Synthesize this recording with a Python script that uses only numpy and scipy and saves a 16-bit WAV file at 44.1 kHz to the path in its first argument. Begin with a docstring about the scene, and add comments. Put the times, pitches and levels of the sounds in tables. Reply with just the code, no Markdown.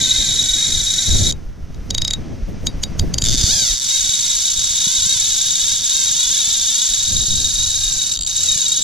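"""A fish pulls line off a big reel on a windy beach, just in front of a body-worn camera.
It opens on a ringing buzz: a sprung steel pawl snaps over the teeth of a running spool, louder with speed
and broken when the drag grabs. Gusts rumble on the microphone, the camera mount thuds, low surf washes far off.
The spool then creeps in single clicks while line hisses faintly, and a long run begins with a bright flare
and knocks of the mount. Near the end come a few more clicks and one last short run."""
import sys
import numpy as np
from scipy import signal
from scipy.fft import rfft, irfft, next_fast_len
from scipy.io import wavfile
from scipy.ndimage import uniform_filter1d, map_coordinates

SR = 44100
rng = np.random.default_rng(int(sys.argv[2]) if len(sys.argv) > 2 else 0)


def generate_wav(sig):
    """Save sig (samples, or channels by samples) to the path in sys.argv[1] as 16-bit PCM at SR."""
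    pcm = np.round(np.clip(np.atleast_2d(sig).T, -1, 1) * 32767).astype(np.int16)
    wavfile.write(sys.argv[1], SR, pcm)


N = 389403
TIME = np.arange(N) / SR

# All levels are relative: the functions may add a trim in dB. "colour" tables give the level at each pitch.
# speed of the spool in each run, dipping wherever the drag grabs: (time_s, teeth_per_s)
FIRST_RUN = [(0.0, 408), (0.022, 376), (0.06, 524), (0.12, 485), (0.157, 528), (0.21, 413), (0.314, 379),
             (0.367, 324), (0.434, 375), (0.546, 375), (0.636, 461), (0.688, 300), (0.733, 361),
             (0.868, 242), (0.995, 398), (1.137, 299), (1.167, 370), (1.197, 332), (1.27, 344),
             (1.313, 150)]
LONG_RUN = [(3.247, 118), (3.274, 122), (3.293, 98), (3.326, 143), (3.347, 144), (3.363, 103), (3.378, 170),
            (3.445, 330), (3.48, 690), (3.525, 835), (3.59, 815), (3.71, 620), (3.755, 170), (3.79, 108),
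            (3.83, 190), (3.87, 320), (3.921, 540), (3.959, 553), (4.003, 373), (4.138, 382), (4.176, 284),
            (4.235, 356), (4.393, 323), (4.452, 395), (4.51, 370), (4.566, 150), (4.61, 290), (4.642, 347),
            (4.679, 301), (4.709, 342), (4.732, 295), (4.777, 342), (4.814, 458), (4.964, 542),
            (5.009, 464), (5.113, 559), (5.233, 411), (5.285, 460), (5.36, 368), (5.473, 414), (5.495, 353),
            (5.667, 452), (5.69, 518), (5.729, 549), (5.76, 200), (5.82, 175), (5.882, 398), (5.934, 531),
            (6.046, 536), (6.106, 388), (6.173, 475), (6.308, 502), (6.338, 569), (6.383, 560),
            (6.413, 441), (6.533, 447), (6.555, 406), (6.637, 390), (6.705, 441), (6.869, 514),
            (6.914, 374), (6.952, 453), (6.997, 336), (7.116, 413), (7.169, 378), (7.214, 434),
            (7.251, 361), (7.476, 420), (7.498, 375), (7.565, 344), (7.61, 494), (7.67, 475), (7.73, 385),
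            (7.85, 411), (7.94, 395), (8.089, 366), (8.14, 200), (8.164, 110)]
LAST_RUN = [(8.269, 165), (8.34, 190), (8.38, 430), (8.445, 712), (8.49, 625), (8.56, 590), (8.68, 452),
            (8.72, 475), (8.77, 370), (8.83, 190)]
RUNS = [FIRST_RUN, LONG_RUN, LAST_RUN]
# spool angle at the start of each run: (angle_radians)
START_ANGLES = [-2.3, 0, 0]
# parts of the buzz as the reel is turned and drawn near:
# (time_s, clatter_db, pawl_db, side_plate_db, spring_db, cage_db)
FACING = [(0, -21.5, -16, -31.5, -27.5, -25.5), (1.3, -19.5, -19, -36.5, -31, -29),
          (3.3, -19.5, -24.5, -30, -28, -20), (3.55, -21, -25.5, -44, -36, -27),
          (4.0, -19, -21, -39, -25, -27), (6.8, -20, -22.5, -39.5, -22, -23),
          (7.3, -21.5, -20.5, -45.5, -23.5, -37), (8.2, -22, -24, -39.5, -25.5, -57),
          (8.83, -22.5, -20.5, -40.5, -21, -25)]
# ringing notes of the pawl and its spring: (pitch_hz, level_db, fade_by_60_db_s)
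PAWL = [(3805, 11.5, 0.065), (3740, 7.5, 0.028), (6680, -3.5, 0.054), (10740, -19.5, 0.023)]
# brief notes of the spring, each struck by one high spot on the wheel:
# (pitch_hz, level_db, fade_by_60_db_s, spool_angle_radians)
SPRING = [(7246, 7.5, 0.034, 0.45), (6710, 3.5, 0.057, 1.76), (5930, -4, 0.013, 4.4),
          (10620, -4.5, 0.018, 1.12), (13380, -16.5, 0.016, 2.8)]
# colour of the dead clatter of the frame: (pitch_hz, level_db)
FRAME = [(400, -28.5), (1000, -16), (2000, -9), (2950, -17.5), (3250, -18), (3600, 1), (4000, -17.5),
         (4350, 7), (4750, 0.5), (5400, 6), (5950, 13), (6450, 7), (7300, 11.5), (7650, 2.5), (7900, 3.5),
         (8400, -4), (10000, -5.5), (10700, 0), (11300, -17.5), (12300, -8), (15000, -32)]
# colour of the side plate: (pitch_hz, level_db)
PLATE = [(300, -42), (600, -5), (900, -4), (1300, -20), (1520, 8), (1780, 3), (2050, 13.5), (2350, 11),
         (2700, 8), (3000, 19), (3600, -47)]
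# hollow note of the open cage round the spool: (pitch_hz, level_db)
CAGE = [(2900, -47), (3100, -18), (3330, -6), (3550, -2.5), (3750, 2), (4000, -17.5), (4600, -63)]
# bright flare as the spool races away in the long run: (time_s, level_db)
FLARE = [(3.15, -60), (3.27, -22), (3.54, -23.5), (3.72, -30), (3.9, -36)]
# colour of that flare: (pitch_hz, level_db)
FLARE_COLOUR = [(3600, -27), (4400, -1), (5050, 1.5), (5500, -22), (6400, 1), (8000, -30)]
# the slowly changing breeze on the microphone: (time_s, rumble_db, buffeting_db)
BREEZE = [(0, -38.5, -36.5), (1.3, -33, -43), (1.62, -35, -43.5), (1.85, -25.5, -36.5), (3.4, -30.5, -34),
          (3.8, -41.5, -48.5), (6.8, -44.5, -50), (7.6, -34.5, -48.5), (8.83, -44, -49)]
# gusts on top of it: (start_s, length_s, rumble_db, buffeting_db)
GUSTS = [(0.712, 0.21, -27, -45), (1.07, 0.29, -21.5, -26), (2.947, 0.21, -32, -36),
         (3.216, 0.37, -25, -70), (7.069, 0.19, -27.5, -36.5), (7.264, 0.27, -23, -41)]
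# colours of the wind's deep rumble and quicker buffeting: (pitch_hz, level_db)
RUMBLE = [(12, 3), (28, -1), (90, -3.5), (130, -9.5), (220, -29), (600, -56)]
BUFFET = [(60, -0.5), (130, 2), (250, -3.5), (400, -11.5), (600, -16), (800, -24), (1500, -42.5),
          (4000, -96)]
# colour of the distant surf: (pitch_hz, level_db)
SURF = [(120, -9), (200, 5.5), (301, -27), (591, -3), (1120, -5), (1360, -1), (1440, -3.5), (6180, -46),
        (14000, -53)]
# knocks of handling: (start_s, peak_db, pitch_hz)
KNOCKS = [(3.233, -9.5, 69), (3.343, -17.5, 275), (3.439, -4.5, 64), (4.091, -25.5, 79.8),
          (4.706, -23, 61.5), (4.869, -21, 171), (5.064, -26, 148), (5.161, -28, 115.6), (6.476, -31, 164),
          (7.115, -20, 99.3), (8.558, -24, 123)]
# taut line sliding through the guides between runs: (time_s, level_db)
SLIDE = [(1.34, -38.5), (1.564, -42.5), (2.11, -32.5), (2.374, -36), (3.12, -31.5)]
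# single teeth while the spool creeps:
# (start_s, strength_db, pawl_ring_db, flange_ring_db, side_plate_db, thin_note_db, thin_note_hz)
CLICKS = [(1.321, -14, -6, -22, -8, 5, 6860), (1.742, -34.5, -5, -10, 0, -10, 5600),
          (1.9041, -7, -5, -12, -2, -2, 5600), (1.945, -7, 0.5, -18, 3, -4, 6500),
          (1.9785, -6.5, 0, -16, 2, -2, 6600), (2.016, -7.5, 2, -20, 7, 3, 5060),
          (2.046, -8, 3, -18, 3, 1, 5040), (2.0762, -7, -2, -17, 2, 5, 5100),
          (2.105, -8, 3, -19, 8, 2, 7200), (2.1324, -8.5, 4, -18, 5, 5, 7120),
          (2.6662, -6, 1, -2, 5, 6, 6530), (2.833, -5, -6, -4, 4, 5, 6670),
          (2.9923, -3.5, -12, -6, 1, -3, 6360), (3.1385, -5, -18, -2, -5, -7, 6330),
          (3.1812, -3.5, -17, -1, -2, -10, 6250), (3.218, -5.5, -6, -2, 2, 6, 7020),
          (3.237, -7.5, -6, 4, -4, 13, 6700), (8.1698, -12.5, -2, -14, -13, 9, 6920),
          (8.1883, -9, -7, -7, -7, 0, 4550), (8.2075, -10, -7, -14, -16, 13.5, 7500),
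          (8.22, -10, -8, -14, -9, 4, 7400), (8.2314, -9, -10, -12, -15, -1, 4600),
          (8.246, -15, -10, -14, -8, 16, 6870), (8.262, -7, -12, -14, -10, 0, 7000)]
# colour of a lone drop of the pawl: (pitch_hz, level_db)
CLACK = [(400, -31), (1000, -9), (2500, -20.5), (3100, 3.5), (3700, -3), (4100, -5), (4700, 12),
         (5500, -3.5), (6500, 7.5), (7400, -2), (8400, -15), (10600, -10), (12300, -20), (15000, -24)]
# notes of the spool flange, heard only in the single clicks: (pitch_hz, level_db, fade_by_60_db_s)
FLANGE = [(4720, -9, 0.15), (4950, 0, 0.02), (6440, -2, 0.025), (6860, -7, 0.061), (7483, -20, 0.05),
          (10790, -22, 0.11), (13210, -30, .12)]
# notes of the pawl's tip in a crisp landing: (pitch_hz, level_db, fade_by_60_db_s)
TIP = [(4530, -3, 0.0085), (7200, -1, 0.027)]
# a hollow in the reel's colour that shifts as it is turned: (time_s, pitch_hz, depth_db)
HOLLOW = [(1.3, 2835, 13), (3.7, 2770, 0), (3.9, 1820, 4.5), (6.8, 2050, 4), (7.3, 2070, 8)]
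# the reel at the two microphone ports:
# (pitch_hz, left_lead_radians, left_minus_right_db, likeness_0_to_1)
PORTS = [(900, -1.7, 0, .4), (1500, -1.5, 1.5, .5), (2100, -.2, 2.5, .8), (3000, 0, 0, .93),
         (3800, -.35, 1.5, .95), (4400, 0, 0, .98), (5000, -.2, 0, .85), (5400, -.6, -2, .6),
         (6100, -1.4, -4.5, .4), (6800, -1.9, 2.5, .4), (7400, -2.1, 0, .3), (8000, -2.2, -6, .1),
         (8800, -2.5, -10, .1), (10600, -1.7, -5, .2), (13000, -1.3, -3, .1)]
# how close the reel is held, scaling the lead and level difference: (time_s, factor)
CLOSENESS = [(0, 0.48), (3.1, 0.032), (3.8, 1.08), (8.8, 1.04)]

TEETH = 18  # on the spool
CRUISE_TEETH_PER_S = 400  # speed at which the buzz is neither raised nor lowered
CLATTER_DB_PER_OCTAVE, PAWL_DB_PER_OCTAVE, PLATE_DB_PER_OCTAVE = 2, 3, 4  # growth per doubling of speed
# the drag grips unevenly: a surge once a turn and a random judder, as shares of the speed
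SURGE, JUDDER = .022, .015
# the pawl lands a little early or late, by an amount that comes and goes
JITTER_S, JITTER_SWING_DB = .0000088, 4
CHATTER = .26  # loose chatter of the pawl, mixed with its clean strike
PLATE_WHINE, PLATE_RATTLE, WHINE_FLICKER_DB = .65, .42, 5  # even whine, loose rattle, whine coming and going
SPRING_WAVER = .009  # sets how far the spring's notes bend
GUST_RISE_SHARE = 0.2  # of its length
SURF_DB = -56.5
# thuds keep an even beat, and are heavier in a stronger breeze
FIRST_THUD_S, THUD_EVERY_S = 0.179, 0.3198
THUD_DB, THUD_AT_BREEZE_DB, THUD_DB_PER_BREEZE_DB = -33.5, -46, 1.0039
# a tooth that follows the last within this time has a shorter swell before its thin note
# and less scrape, and lands more crisply
CREEP_S = .034
EDGE_HZ = 15300  # top of the final band


def gain_of(db):
    """Turns decibels into a multiplier."""
    return 10 ** (np.asarray(db) / 20)


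def evened(x):
    """Scales a sound to an rms (average strength) of 1."""
    return x / np.sqrt(np.mean(x ** 2) + 1e-20)


def steadied(x, size=4400):
    """Holds the rms near 1 over a sliding window of size samples; faster throbs stay."""
    power = np.atleast_2d(x ** 2).mean(0)
    return x / np.sqrt(abs(uniform_filter1d(power, size)) + 1e-5 * np.mean(x ** 2))


def read(points, hz):
    """Reads a table's columns at any pitch, on a logarithmic pitch axis."""
    f, *columns = np.transpose(points)
    return [np.interp(np.log(hz + 1), np.log(f + 1), c) for c in columns]


def follow(rows, t=TIME):
    """Reads a table's columns along time."""
    s, *columns = np.transpose(rows)
    return [np.interp(t, s, c) for c in columns]


def coloured(x, points):
    """Filters a sound to a colour table."""
    size = next_fast_len(x.shape[-1] + 2048)
    level_db = read(points, np.fft.rfftfreq(size, 1 / SR))[0]
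    return irfft(rfft(x, size) * gain_of(level_db), size)[..., :x.shape[-1]]


def drift(per_s):
    """A smoothly wandering random curve of rms 1, with per_s new points a second."""
    knots = np.arange(0, TIME[-1] + 1, 1 / per_s)
    return evened(np.interp(TIME, knots, rng.standard_normal(len(knots))))


def paired(two, likeness):
    """Blends two unrelated signals into two ports that are partly alike."""
    size = next_fast_len(N, True)
    a, b = rfft(two, size)
    c = np.clip(likeness, 0, 1)
    return irfft(np.array([a, c * a + np.sqrt(1 - c ** 2) * b]))[:, :N]


def noise_pair(likeness):
    """White noise for two ports, partly alike."""
    return paired(rng.standard_normal((2, N)), likeness)


def impulses(s, sizes):
    """Places a very short pulse at the exact time of each blow, even between samples."""
    at = np.floor(s * SR).astype(int)[:, None] + np.arange(-5, 7)
    away = at - s[:, None] * SR
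    shape = np.sinc(away) * np.sinc(away / 6)
    return np.bincount(np.clip(at, 0, N).ravel(), (sizes[:, None] * shape).ravel(), N + 1)[:N]


def ring(blows, modes, size=6000):
    """Blows set dying notes ringing; such small parts radiate almost no bass."""
    t = np.arange(size) / SR
    note = sum(gain_of(db - 60 * t / t60) * np.cos(2 * np.pi * hz * t) for hz, db, t60 in modes)
    note = note * np.minimum(t / .0004, 1)  # a soft start
    band = signal.butter(5, [3300, 15000], "band", fs=SR, output="sos")
    return signal.oaconvolve(blows, signal.sosfilt(band, note))[:N]


def rattle(blows, grit, rise_s, size=700):
    """Each blow opens a brief burst of gritty noise, as the pawl chatters on the tooth."""
    u = np.arange(size) / SR / rise_s
    power = (u * np.exp(-u)) ** 2
    return grit * np.sqrt(abs(signal.oaconvolve(blows ** 2, power / power.sum())[:N]))


def knocking(rise_s, size=900):
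    """Countless short notes of the frame smear one strike over a few ms, nearly even in pitch."""
    u = np.arange(size) / SR / rise_s
    z = rfft(rng.standard_normal(size) * u * np.exp(-u))
    flat = irfft(z / (abs(z) + .3 * np.mean(abs(z))), size)
    return flat * signal.windows.tukey(2 * size, .3)[size:]  # fade the end


def smeared(s, sizes, angle, count=3):
    """The frame answers a little differently at each angle of the spool."""
    shares = [np.maximum(np.cos(angle - 2 * np.pi * k / count), 0) for k in range(count)]
    return sum(signal.oaconvolve(impulses(s, sizes * share), knocking(rise_s=0.0015))[:N] for share in shares)


def speed(run):
    """Teeth per second in one run; zero outside it."""
    return follow(run)[0] * (TIME >= run[0][0]) * (TIME <= run[-1][0])


def loudness(rate, db_per_octave, stop_s):
    """Gain that grows with the speed of the spool and dies away when it stops."""
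    gain = (rate > 0) * gain_of(db_per_octave * np.log2(np.maximum(rate, 1) / CRUISE_TEETH_PER_S))
    keep = np.exp(-1 / (stop_s * SR))
    return signal.lfilter([1 - keep], [1, -keep], gain)


def wavering(x, share):
    """Bends the pitch up and down at random by shifting the sound in time."""
    shift = share * SR / 42 * drift(30)
    return map_coordinates(x, [np.arange(N) + shift], order=3)


def teeth(run, start_angle, uneven_s=.000008, chance_db=1.42, stumble=0.0428):
    """Times, sizes and spool angles of the strikes in one run, counted from its speed."""
    rate = speed(run)
    t, rate = TIME[rate > 0], rate[rate > 0]
    surge = SURGE * np.sin(2 * np.pi * np.cumsum(rate) / SR / TEETH)
    rate = rate * (1 + surge + JUDDER * drift(170)[:len(t)])
    passed = np.cumsum(rate) / SR + .5
    k = np.arange(1, int(passed[-1]) + 1)
    s = np.interp(k, passed, t)
    pace = np.interp(s, t, rate)
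    place = rng.standard_normal(TEETH)[k % TEETH]  # no two teeth are cut alike
    late, luck = rng.standard_normal((2, len(k)))
    # a slow spool stumbles from tooth to tooth
    stumble_s = stumble / pace * np.interp(pace, [150, 320], [1, 0])
    jitter_s = stumble_s + JITTER_S * gain_of(JITTER_SWING_DB * np.interp(s, TIME, drift(12)))
    sizes = gain_of(chance_db * luck) / np.sqrt(pace)
    return s + uneven_s * place + jitter_s * late, sizes, start_angle + 2 * np.pi * k / TEETH


def buzz(grit, likeness, plate_db=-3.0, zing_db=1.5, throb_db=5.0):
    """Rapid strikes merge; the pawl swells when a harmonic of the tooth rate sweeps through its notes."""
    s, sizes, angle = np.concatenate([teeth(*each) for each in zip(RUNS, START_ANGLES)], axis=1)
    rate = sum(speed(run) for run in RUNS)
    clatter_db, ring_db, hollow_db, spring_db, open_db = follow(FACING)
    strikes = paired([smeared(s, sizes, angle), smeared(s, sizes, angle)], likeness)
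    strikes = strikes + CHATTER * rattle(impulses(s, sizes), grit, rise_s=0.00099)
    frame = gain_of(clatter_db) * steadied(coloured(strikes, FRAME), size=1500)
    flare = gain_of(follow(FLARE)[0]) * steadied(coloured(strikes, FLARE_COLOUR))
    # side plate and cage answer every tooth more alike, so their whine shows the speed
    even = signal.oaconvolve(impulses(s, sizes), knocking(rise_s=0.0011))[:N]
    whine = PLATE_WHINE * steadied(even) * gain_of(WHINE_FLICKER_DB * drift(20))
    plate = steadied(coloured(whine + steadied(strikes) + PLATE_RATTLE * grit, PLATE))
    plate = gain_of(plate_db + hollow_db) * plate
    cage = gain_of(open_db) * steadied(coloured(even + 0.21 * strikes, CAGE))
    # the slightly oval wheel lifts the pawl higher twice a turn
    lifts = impulses(s, sizes * gain_of(throb_db * np.cos(2 * angle)))
    pawl = gain_of(ring_db) * steadied(ring(lifts, PAWL), size=8000)
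    # once a turn each high spot makes the spring zing
    loose = s + .000015 * rng.standard_normal(len(s))
    zings = 0
    for *mode, at in SPRING:
        high_spot = np.exp(9.4 * np.cos(angle - at))
        zings = zings + ring(impulses(loose, sizes * high_spot), [mode])
    zings = gain_of(zing_db + spring_db) * steadied(wavering(zings, SPRING_WAVER))
    return (loudness(rate, CLATTER_DB_PER_OCTAVE, stop_s=0.00032) * (frame + flare + cage + zings)
            + loudness(rate, PAWL_DB_PER_OCTAVE, stop_s=0.0017) * pawl
            + loudness(rate, PLATE_DB_PER_OCTAVE, stop_s=0.001) * plate)


def gear(gear_db=-63.0, turns_per_tooth=0.735, db_per_octave=18.0):
    """The gear train hums below the tooth rate, clearly only when the spool races."""
    rate = sum(speed(run) for run in RUNS)
    hum = np.sin(2 * np.pi * turns_per_tooth * np.cumsum(rate) / SR)
    return gain_of(gear_db) * loudness(rate, db_per_octave, stop_s=0.002) * hum


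def gust(start, length):
    """A gust swells quickly and ebbs more slowly."""
    rise = np.interp(TIME, [start, start + GUST_RISE_SHARE * length, start + length], [0, 1, 0])
    return np.sin(np.pi / 2 * rise)


def wind(buffet_db=5.0, lumpy_db=4.0, flutter_db=3.0):
    """Breeze and gusts make lumpy eddies on the ports: a deep rumble and a quicker buffeting."""
    gusts = sum(gain_of(dbs)[:, None] * gust(s, length) for s, length, *dbs in GUSTS)
    low, high = gain_of(follow(BREEZE)) + gusts
    wide, small = noise_pair(.55), noise_pair(.2)  # wide eddies reach both ports more alike
    rumble = steadied(coloured(wide, RUMBLE)) * low * gain_of(lumpy_db * drift(22))
    buffet = steadied(coloured(small, BUFFET)) * high * gain_of(buffet_db + flutter_db * drift(45))
    return rumble + buffet


def surf():
    """Small waves far down the beach: coloured noise, swelling gently."""
    swell = gain_of(1.5 * drift(1.5))
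    return evened(coloured(noise_pair(0.91), SURF)) * gain_of(SURF_DB) * swell


def bump(s, peak_db, hz, rise_s):
    """A soft push that swings back and forth as it dies."""
    out = np.zeros(N)
    start = round(s * SR)
    t = TIME[:min(SR // 4, N - start)]
    push = gain_of(peak_db) * t / rise_s * np.exp(1 - t / rise_s)
    out[start:][:len(t)] = push * np.sin(2 * np.pi * hz * t)
    return out


def mount(thud_hz=36, chance_db=3.5):
    """Evenly timed thuds and scattered knocks, carried through the camera mount."""
    beats = np.arange(FIRST_THUD_S, TIME[-1], THUD_EVERY_S)
    stronger_db = follow(BREEZE, beats)[0] - THUD_AT_BREEZE_DB
    peaks_db = THUD_DB + THUD_DB_PER_BREEZE_DB * stronger_db + chance_db * rng.standard_normal(len(beats))
    thuds = sum(bump(s, db, thud_hz, rise_s=0.014) for s, db in zip(beats, peaks_db))
    return thuds + sum(bump(s, db, hz, rise_s=0.0024) for s, db, hz in KNOCKS)


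def line(slide_db=-11.5):
    """A faint hiss of line creeping through the guides between the first two runs."""
    colour = [(2000, 13.5), (4200, 7.0), (6100, 12.0), (7200, -0.5), (14000, -18.5)]  # (pitch_hz, level_db)
    hiss = evened(coloured(noise_pair(1.0), colour))
    between_runs = (TIME > FIRST_RUN[-1][0]) * (TIME < LONG_RUN[0][0])
    return hiss * gain_of(follow(SLIDE)[0] + slide_db) * between_runs


def thin_note(s, db, hz, creep, swell_s=0.006, fade_s=0.0047, size=4000):
    """A thin, rough note that swells up to each click and fades after it."""
    t = (np.arange(size) - size // 2) / SR
    roughness = .15 * np.cumsum(rng.standard_normal(size))
    tone = np.sin(2 * np.pi * hz * t + roughness)
    swell = np.exp(np.minimum(t / (swell_s * creep), -t / fade_s))
    out = np.zeros(N)
    out[round(s * SR) - size // 2:][:size] = gain_of(db) * tone * swell
    return out


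def clicks(grit, scrape_db=9.0, snap_db=18.0, ring_db=-19.5, flange_db=-14.5, note_db=-17.0,
           drop_s=0.0039, plate_db=-7.5, crisp_db=4.5):
    """A lone tooth: a thin note swells, then the pawl scrapes, drops and rings out."""
    s, peak_db, own_ring_db, own_flange_db, own_plate_db, own_note_db, note_hz = np.transpose(CLICKS)
    creep = np.minimum(np.diff(s, prepend=0) / CREEP_S, 1) ** 2  # 1 when the tooth stands alone
    level_db = peak_db + note_db + own_note_db
    notes = sum(thin_note(*row) for row in zip(s + drop_s, level_db, note_hz, creep))
    scrape = gain_of(scrape_db) * rattle(impulses(s, gain_of(peak_db) * creep), grit, rise_s=0.0013)
    landings = impulses(s + drop_s / 2, gain_of(peak_db) * (1 - creep))
    crisp = gain_of(crisp_db) * rattle(landings, grit, rise_s=0.00063)
    drops = impulses(s + drop_s, gain_of(peak_db) * np.sqrt(creep))
    snap = gain_of(snap_db) * signal.oaconvolve(drops, knocking(rise_s=0.00018))[:N]
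    plate_blows = impulses(s, gain_of(peak_db + plate_db + own_plate_db))
    plate = coloured(rattle(plate_blows, grit, rise_s=0.0025), PLATE)
    pawl = ring(impulses(s + drop_s, gain_of(peak_db + ring_db + own_ring_db)), PAWL)
    flange = ring(impulses(s + drop_s, gain_of(peak_db + flange_db + own_flange_db)), FLANGE)
    clack = coloured(scrape + crisp + snap, CLACK)
    return notes + clack + plate + pawl + flange + ring(landings, TIP)


def reel(hollow_width_hz=210):
    """The reel reaches the two ports with a lead and a shading that follow how close it is held."""
    likeness = read(PORTS, np.fft.rfftfreq(next_fast_len(N, True), 1 / SR))[2]
    grit = noise_pair(likeness)
    # split into short slices of time and pitch
    hz, t, z = signal.stft(buzz(grit, likeness) + clicks(grit) + gear(), SR, nperseg=512)
    hollow_hz, depth_db = follow(HOLLOW, t)
    z = z * gain_of(-depth_db * np.exp(-((hz[:, None] - hollow_hz) / hollow_width_hz) ** 2))
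    lead, balance_db, _ = read(PORTS, hz)
    # half of each difference goes to the left, half to the right
    side = np.array([1, -1])[:, None, None] * follow(CLOSENESS, t)[0] / 2
    shade = gain_of(side * balance_db[:, None])
    z = z * shade / np.sqrt((shade ** 2).mean(0)) * np.exp(1j * side * lead[:, None])
    return signal.istft(z, SR, nperseg=512)[1][:, :N]


def scene():
    """The reel close by, in open air with no echo."""
    return reel() + wind() + surf() + mount() + line()


def record(dry):
    """The camera rounds off the tallest peaks, then cuts the highest treble."""
    rounded = dry / (1 + (dry / .93) ** 6) ** (1 / 6)
    treble_cut = signal.firwin(255, EDGE_HZ, window=("kaiser", 9), fs=SR)
    return signal.oaconvolve(rounded, treble_cut[None], "same")


dry = scene()
out = record(dry)
generate_wav(out)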